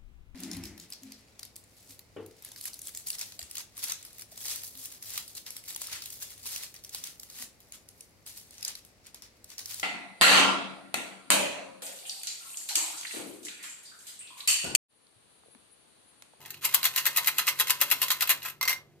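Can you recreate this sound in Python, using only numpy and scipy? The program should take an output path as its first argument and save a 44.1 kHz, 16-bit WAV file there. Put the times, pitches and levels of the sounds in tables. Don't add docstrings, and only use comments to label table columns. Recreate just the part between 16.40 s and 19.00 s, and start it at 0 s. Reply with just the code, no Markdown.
import sys
import numpy as np
from scipy import signal
from scipy.fft import rfft, irfft
from scipy.io import wavfile

SR = 44100
rng = np.random.default_rng(int(sys.argv[2]) if len(sys.argv) > 2 else 0)


def put_to_file(sound):
    columns = np.atleast_2d(sound).T
    safe = np.clip(columns, -1, 1)
    whole_steps = np.round(safe * 32767)
    wavfile.write(sys.argv[1], SR, whole_steps.astype(np.int16))


N = 114660

# start in seconds, level in dB, time to settle in seconds,
# boom of the tin in dB, brightness in dB.
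PILE_LANDINGS = [(.246, -3.5, 0.013, -3, 2), (.344, -5.5, 0.011, -2, -10), (0.45, -2, 0.017, -2, -2.5),
                 (.571, -3.5, 0.023, -3, 0.5), (.662, -5.5, 0.013, 4.5, -4), (.771, -5.5, 0.017, 1, 2),
                 (.876, -4.5, 0.0081, 2, 2.5), (.986, -6.5, 0.015, 5.5, 0.5), (1.080, -3, 0.015, -1.5, 1),
                 (1.201, -4, 0.012, 2, 2), (1.301, -4, 0.0037, 0.5, -5), (1.416, -4, 0.0062, 2.5, -1),
                 (1.516, -6, 0.0085, 5.5, 7.5), (1.624, -6, 0.013, -1, 3), (1.711, -6.5, 0.012, 0.5, 6),
                 (1.819, -5, 0.0081, 2, 2.5), (1.900, -4, 0.013, 4, 4.5), (2.043, -13.5, 0.033, 4.5, 0.5)]
# start in seconds, level in dB, brightness in dB.
WALL_CLICKS = [(0.051, -28.5, -13), (0.059, -27, 5), (.105, -21, 5), (0.143, -24, -7.5), (.169, -31, -36),
               (.2455, -12.5, -5), (.340, -11, 6), (.345, -3.5, 10.5), (.430, -11, 1), (0.441, -13, -2),
               (0.442, -11, 4), (.4535, -8.5, 8), (.561, -9.5, 7.5), (0.655, -8.5, 0.5), (0.664, -7, 9),
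               (.673, -16, 6), (.762, -11, 9), (.772, -9.5, 12), (.832, -21, -3), (0.845, -16, 1),
               (.860, -18.5, 4), (.872, -5.5, 5), (.983, -7, 6), (1.025, -21, -9), (1.069, -14, 3),
               (1.074, -17, 7), (1.078, -4, -10), (1.190, -14.5, 0), (1.198, -5.5, 4), (1.271, -13.5, -3),
               (1.281, -15, 2), (1.297, -5.5, -2.5), (1.305, -4.5, 4.5), (1.405, -20, 7), (1.413, -5, 4.5),
               (1.434, -20, 13.5), (1.502, -17.5, 10.5), (1.513, -1.5, -0.5), (1.617, -6, 1.5),
               (1.682, -14, 0.5), (1.704, -2.5, -4.5), (1.808, -8, 2.5), (1.874, -14.5, 4),
               (1.893, -5, 3.5), (1.901, -5.5, 5.5), (2.020, -22, -18), (2.029, -19.5, -4.5),
               (2.059, -19, -3), (2.084, -21.5, 4), (2.099, -23, 6)]
# start in seconds, level in dB,
# ring of the face in dB beside the knock, boom of the tin in dB.
FACE_DROPS = [(2.2115, -13.5, 1.5, 5), (2.228, -9, -8, 7.5), (2.253, -17, 2, 5), (2.277, -9.5, 0, -9),
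              (2.2815, -8, -4.5, 1.5), (2.294, -10, 0.5, -3), (2.329, -13.5, -4, -16)]
# time in seconds, level in dB.
SLIDING_LEVEL = [(0, -53.5), (.15, -51), (.19, -60), (0.236, -37.5), (.3, -40), (.9, -43), (1.15, -45),
                 (1.299, -42.5), (1.88, -41), (2.0, -53.5), (2.1, -52.5), (2.13, -68), (2.6, -84.5)]
# frequency in Hz, level in dB, 60 dB decay time in seconds.
TIN_MODES = [(1012.6, -11.5, 0.044), (1246.5, -9.5, 0.029), (1524, -19.5, 0.051), (1934, -5, 0.023),
             (2102, -8.5, 0.065), (2487, -9.5, 0.027), (2772, -9, 0.023), (3303, -11, 0.05),
             (3977, -14, 0.025), (6600, -9, 0.03), (8660, -15, .025), (11400, -9, 0.045),
             (12250, -4, 0.024), (13170, -5, 0.023)]
# frequency in Hz, level in dB, 60 dB decay time in seconds.
FACE_MODES = [(1178, -18, 0.023), (2087, 1.5, .14), (2110, -3.5, 0.095), (4260, -12, 0.046),
              (4510, -9, 0.036), (5750, -5.5, .14), (6350, -12.5, 0.046), (7650, -11, 0.07),
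              (12300, -5, 0.025), (13700, -9, 0.032)]
# frequency in Hz, gain in dB.
HIT_COLOUR = [(40, -25), (150, -26.5), (350, -18), (600, -8), (780, -9), (1050, -0.5), (1700, 1.5),
              (2050, 1), (2320, -0.5), (2650, 5), (3500, 0), (3950, 5.5), (5300, -1), (8000, -1.5),
              (10500, -1), (11400, -4), (12200, 0.5), (15000, -2), (16200, -17)]
# frequency in Hz, left minus right in dB.
STEREO_BALANCE = [(100, -3.5), (1200, 2), (2800, -2.5), (4000, -3), (5200, -1.5), (6500, -7), (8000, -7.5),
                  (9800, 2), (12000, 13.5), (13300, 11.5), (15000, 6)]
# frequency in Hz, likeness from 0 (unrelated) to 1 (same).
STEREO_LIKENESS = [(50, 0.38), (1200, 0.99), (2800, 0.84), (5000, 0.051), (16000, 0.22)]
# frequency in Hz, 60 dB decay time in seconds.
ROOM_DECAY = [(200, 1), (800, 0.36), (2100, 0.22), (5500, 0.21), (15000, 0.16)]
# frequency in Hz, relative level in dB.
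AIR_SPECTRUM = [(20, -17.5), (50, -14), (100, 2.5), (200, -5), (400, -5), (800, -14), (1300, -21.5),
                (2000, -18.5), (5000, -25), (15000, -32.5)]
# frequency in Hz, RMS level in dB.
HUM_PARTIALS = [(98.5, -76), (147.5, -67.5), (196, -77.5), (344.5, -74), (393, -73)]
# time in seconds, RMS level in dB.
RUB_LEVEL = [(0, -60), (.07, -61), (.12, -66), (.2, -91.5)]

CRACK_S, SHELL_S, CONTACT_S = 0.00081, 0.0081, 0.00036
CRACK_DB, SHELL_DB, MODES_DB, HIT_DB = 3.5, 6, -1, 9.5
GRIP_BEND = 0.031
BOOM_HZ, BRIGHT_HZ = 1600, 8000
LOAD_RIPPLE_DB, LOAD_RIPPLE_HZ = 3, 259.6
FACE_SCATTER_DB = 3

PILE_HITS_PER_S, SLIDE_HITS_PER_S, SCATTER_DB = 700, 600, 5.5
PILE_RISE_S = 0.00093
APPROACH_S, APPROACH_DB = 0.011, -10.5
SOFT_THIN_SHARE = 0.32
SLIDE_BOOM_DB = -1
TUMBLE_AT_S, TUMBLE_SETTLE_S = 2.289, 0.027
TUMBLE_DB, TUMBLE_RING_DB = -7, -3.5

RUB_HZ, RUB_WIDTH_HZ = 870, 230
ROOM_DB, ROOM_ONSET_S, ROOM_DULL_DB = -7.5, 0.0036, -4.5
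AIR_DB = -63.5
RIGHT_LAG_S = 0.00007
EDGE_HZ = 15650


def amp(db):
    return 10 ** (np.asarray(db) / 20)


def unit(x):
    return x / np.sqrt(np.mean(np.sum(x ** 2, -1)) + 1e-20)


def read(points, hz):
    f, value = np.transpose(points)
    return np.interp(np.log(hz + 1), np.log(f + 1), value)


def level_over_time(points):
    return amp(np.interp(np.arange(N) / SR, *np.transpose(points)))


def add(mix, s, sound):
    part = mix[:, max(round(s * SR), 0):][:, :sound.shape[1]]
    part += sound[:, :part.shape[1]]


def colour(x, gain_db):
    size = 2048
    log_gain = np.log(amp(gain_db(abs(np.fft.fftfreq(size, 1 / SR)))))
    taps = np.fft.ifft(np.exp(np.conj(signal.hilbert(log_gain)))).real
    return signal.fftconvolve(x, np.atleast_2d(taps)[:, :size // 2], axes=1)[:, :x.shape[1]]


def voiced(x, boom_db, bright_db):
    def gain_db(hz):
        boom = boom_db / (1 + (hz / BOOM_HZ) ** 4)
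        bright = bright_db * (1 - 1 / (1 + (hz / BRIGHT_HZ) ** 4))
        return boom + bright
    return colour(x, gain_db)


def pair(z, hz):
    same = np.clip(read(STEREO_LIKENESS, hz), -1, 1)
    shared = same * z[0] * np.exp(-2j * np.pi * hz * RIGHT_LAG_S)
    own = np.sqrt(1 - same ** 2) * z[1]
    return np.array([z[0], shared + own])


def noise(size):
    spectra = rfft(rng.standard_normal((2, size)))
    return irfft(pair(spectra, np.fft.rfftfreq(size, 1 / SR)), size)


def background():
    t = np.arange(N) / SR
    air = irfft(rfft(noise(N)) * amp(read(AIR_SPECTRUM, np.fft.rfftfreq(N, 1 / SR))), N)
    hum = sum(amp(db) * np.sqrt(2) * np.sin(2 * np.pi * (hz * t + rng.random()))
              for hz, db in HUM_PARTIALS)
    return amp(AIR_DB) * np.sqrt(N) * unit(air) + hum


def room(x):
    size = SR // 2
    hz, t, z = signal.stft(noise(size), SR, nperseg=256)
    fade = amp(-60 * t / read(ROOM_DECAY, hz)[:, None])
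    tail = signal.istft(z * fade, SR, nperseg=256)[1][:, :size]
    onset = 1 - np.exp(-(np.arange(size) / SR / ROOM_ONSET_S) ** 2)
    tail = voiced(unit(tail * onset), 0, ROOM_DULL_DB)
    return amp(ROOM_DB) * signal.fftconvolve(x, tail, axes=1)[:, :N]


def rub():
    x = colour(noise(N), lambda hz: -20 * np.log10(1 + ((hz - RUB_HZ) / RUB_WIDTH_HZ) ** 2))
    return np.sqrt(N) * unit(x) * level_over_time(RUB_LEVEL)


def strikes(count=32, size=4096):
    t, (hz, db, t60) = np.arange(size) / SR, np.transpose(TIN_MODES)
    fades = unit(amp(-60 * t / t60[:, None])) * amp(db)[:, None]
    spots = []
    for _ in range(count):
        bent_hz = hz * (1 + GRIP_BEND * rng.standard_normal(len(hz)) / np.sqrt(hz / hz[0]))
        rings = fades * np.exp(2j * np.pi * bent_hz[:, None] * t)
        random_weights = rng.standard_normal((2, len(hz))) + 1j * rng.standard_normal((2, len(hz)))
        modes = (pair(random_weights, hz) @ rings).real
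        crack = unit(noise(size) * np.exp(-t / CRACK_S))
        shell = unit(noise(size) * np.exp(-t / SHELL_S))
        spots.append(unit(amp(CRACK_DB) * crack + amp(SHELL_DB) * shell + amp(MODES_DB) * modes))
    return np.array(spots) * (1 - np.exp(-t / CONTACT_S))


def loaded(x, count=48):
    ripple = LOAD_RIPPLE_DB * rng.standard_normal(count).clip(-1.5, 1.5)
    knots_hz = LOAD_RIPPLE_HZ * np.arange(count) * (1 + np.arange(count) / count / 2)
    return unit(colour(x, lambda hz: np.interp(hz, knots_hz, ripple)))


def sliding(spots):
    sizes = amp(SCATTER_DB * rng.standard_normal(N).clip(-2, 2))
    knocks = sizes * (rng.random(N) < SLIDE_HITS_PER_S / SR)
    knocks = unit(knocks) * np.sqrt(N) * level_over_time(SLIDING_LEVEL)
    out, spot = np.zeros((2, N)), rng.integers(0, len(spots), N)
    for i in np.flatnonzero(knocks):
        add(out, i / SR, knocks[i] * spots[spot[i]])
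    return out


def approach(spots, count=22):
    out = np.zeros((2, SR // 5))
    ahead = (np.arange(count) + rng.random(count)) / PILE_HITS_PER_S
    length = count / PILE_HITS_PER_S
    for s, spot in zip(ahead, rng.integers(0, len(spots), count)):
        add(out, length - s, np.exp(-s / APPROACH_S) * spots[spot])
    return length, unit(out)


def landing(spots, settle_s, count=65):
    out = np.zeros((2, SR // 3))
    times = (np.arange(count) + rng.random(count)) / PILE_HITS_PER_S
    scatter = amp(SCATTER_DB * rng.standard_normal(count).clip(-2, 1))
    sizes = scatter / (1 + (times / settle_s) ** 3) * (1 - np.exp(-times / PILE_RISE_S))
    for s, size, spot in zip(times, sizes, rng.integers(0, len(spots), count)):
        add(out, s, size * spots[spot])
    return unit(out)


def face():
    t, (hz, db, t60) = np.arange(SR // 4) / SR, np.transpose(FACE_MODES)
    phases = pair(np.exp(2j * np.pi * rng.random((2, len(hz)))), hz)
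    weights = phases * amp(db + FACE_SCATTER_DB * rng.standard_normal(len(hz)))
    rings = amp(-60 * t / t60[:, None]) * np.exp(2j * np.pi * hz[:, None] * t)
    return unit((weights @ rings).real)


def turning(spots):
    out = np.zeros((2, N))
    for (s, db, ring_db, boom_db), spot in zip(FACE_DROPS, strikes(count=len(FACE_DROPS))):
        add(out, s, amp(db) * voiced(loaded(spot), boom_db, 0))
        add(out, s, amp(db + ring_db) * face())
    add(out, TUMBLE_AT_S, amp(TUMBLE_DB) * loaded(landing(spots, TUMBLE_SETTLE_S)))
    tumble_ring = landing([face() for _ in range(10)], TUMBLE_SETTLE_S)
    add(out, TUMBLE_AT_S, amp(TUMBLE_DB + TUMBLE_RING_DB) * tumble_ring)
    return out


def shaking(spots):
    out = np.zeros((2, N))
    for s, db, settle_s, boom_db, bright_db in PILE_LANDINGS:
        lead_s, graze = approach(spots)
        add(out, s - lead_s, amp(db + APPROACH_DB) * graze)
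        few_spots = rng.choice(spots, size=12, replace=False)
        pile = loaded(landing(few_spots, settle_s))
        add(out, s, amp(db) * voiced(pile, boom_db, bright_db))
    for (s, db, bright_db), spot in zip(WALL_CLICKS, strikes(count=len(WALL_CLICKS))):
        add(out, s, amp(db) * voiced(loaded(spot), SOFT_THIN_SHARE * db, bright_db))
    return out


def mints():
    spots, sides = strikes(), np.array([[.5], [-.5]])
    hits = amp(HIT_DB) * (shaking(spots) + turning(spots))
    knocks = hits + voiced(sliding(spots), SLIDE_BOOM_DB, 0)
    return colour(knocks, lambda hz: read(HIT_COLOUR, hz) + sides * read(STEREO_BALANCE, hz))


def scene():
    tin = mints() + rub()
    return tin + room(tin) + background()


def record(dry):
    low_pass = signal.firwin(255, EDGE_HZ, window=("kaiser", 8), fs=SR)
    return signal.oaconvolve(dry, low_pass[None], "same")


dry = scene()
out = record(dry)
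put_to_file(out)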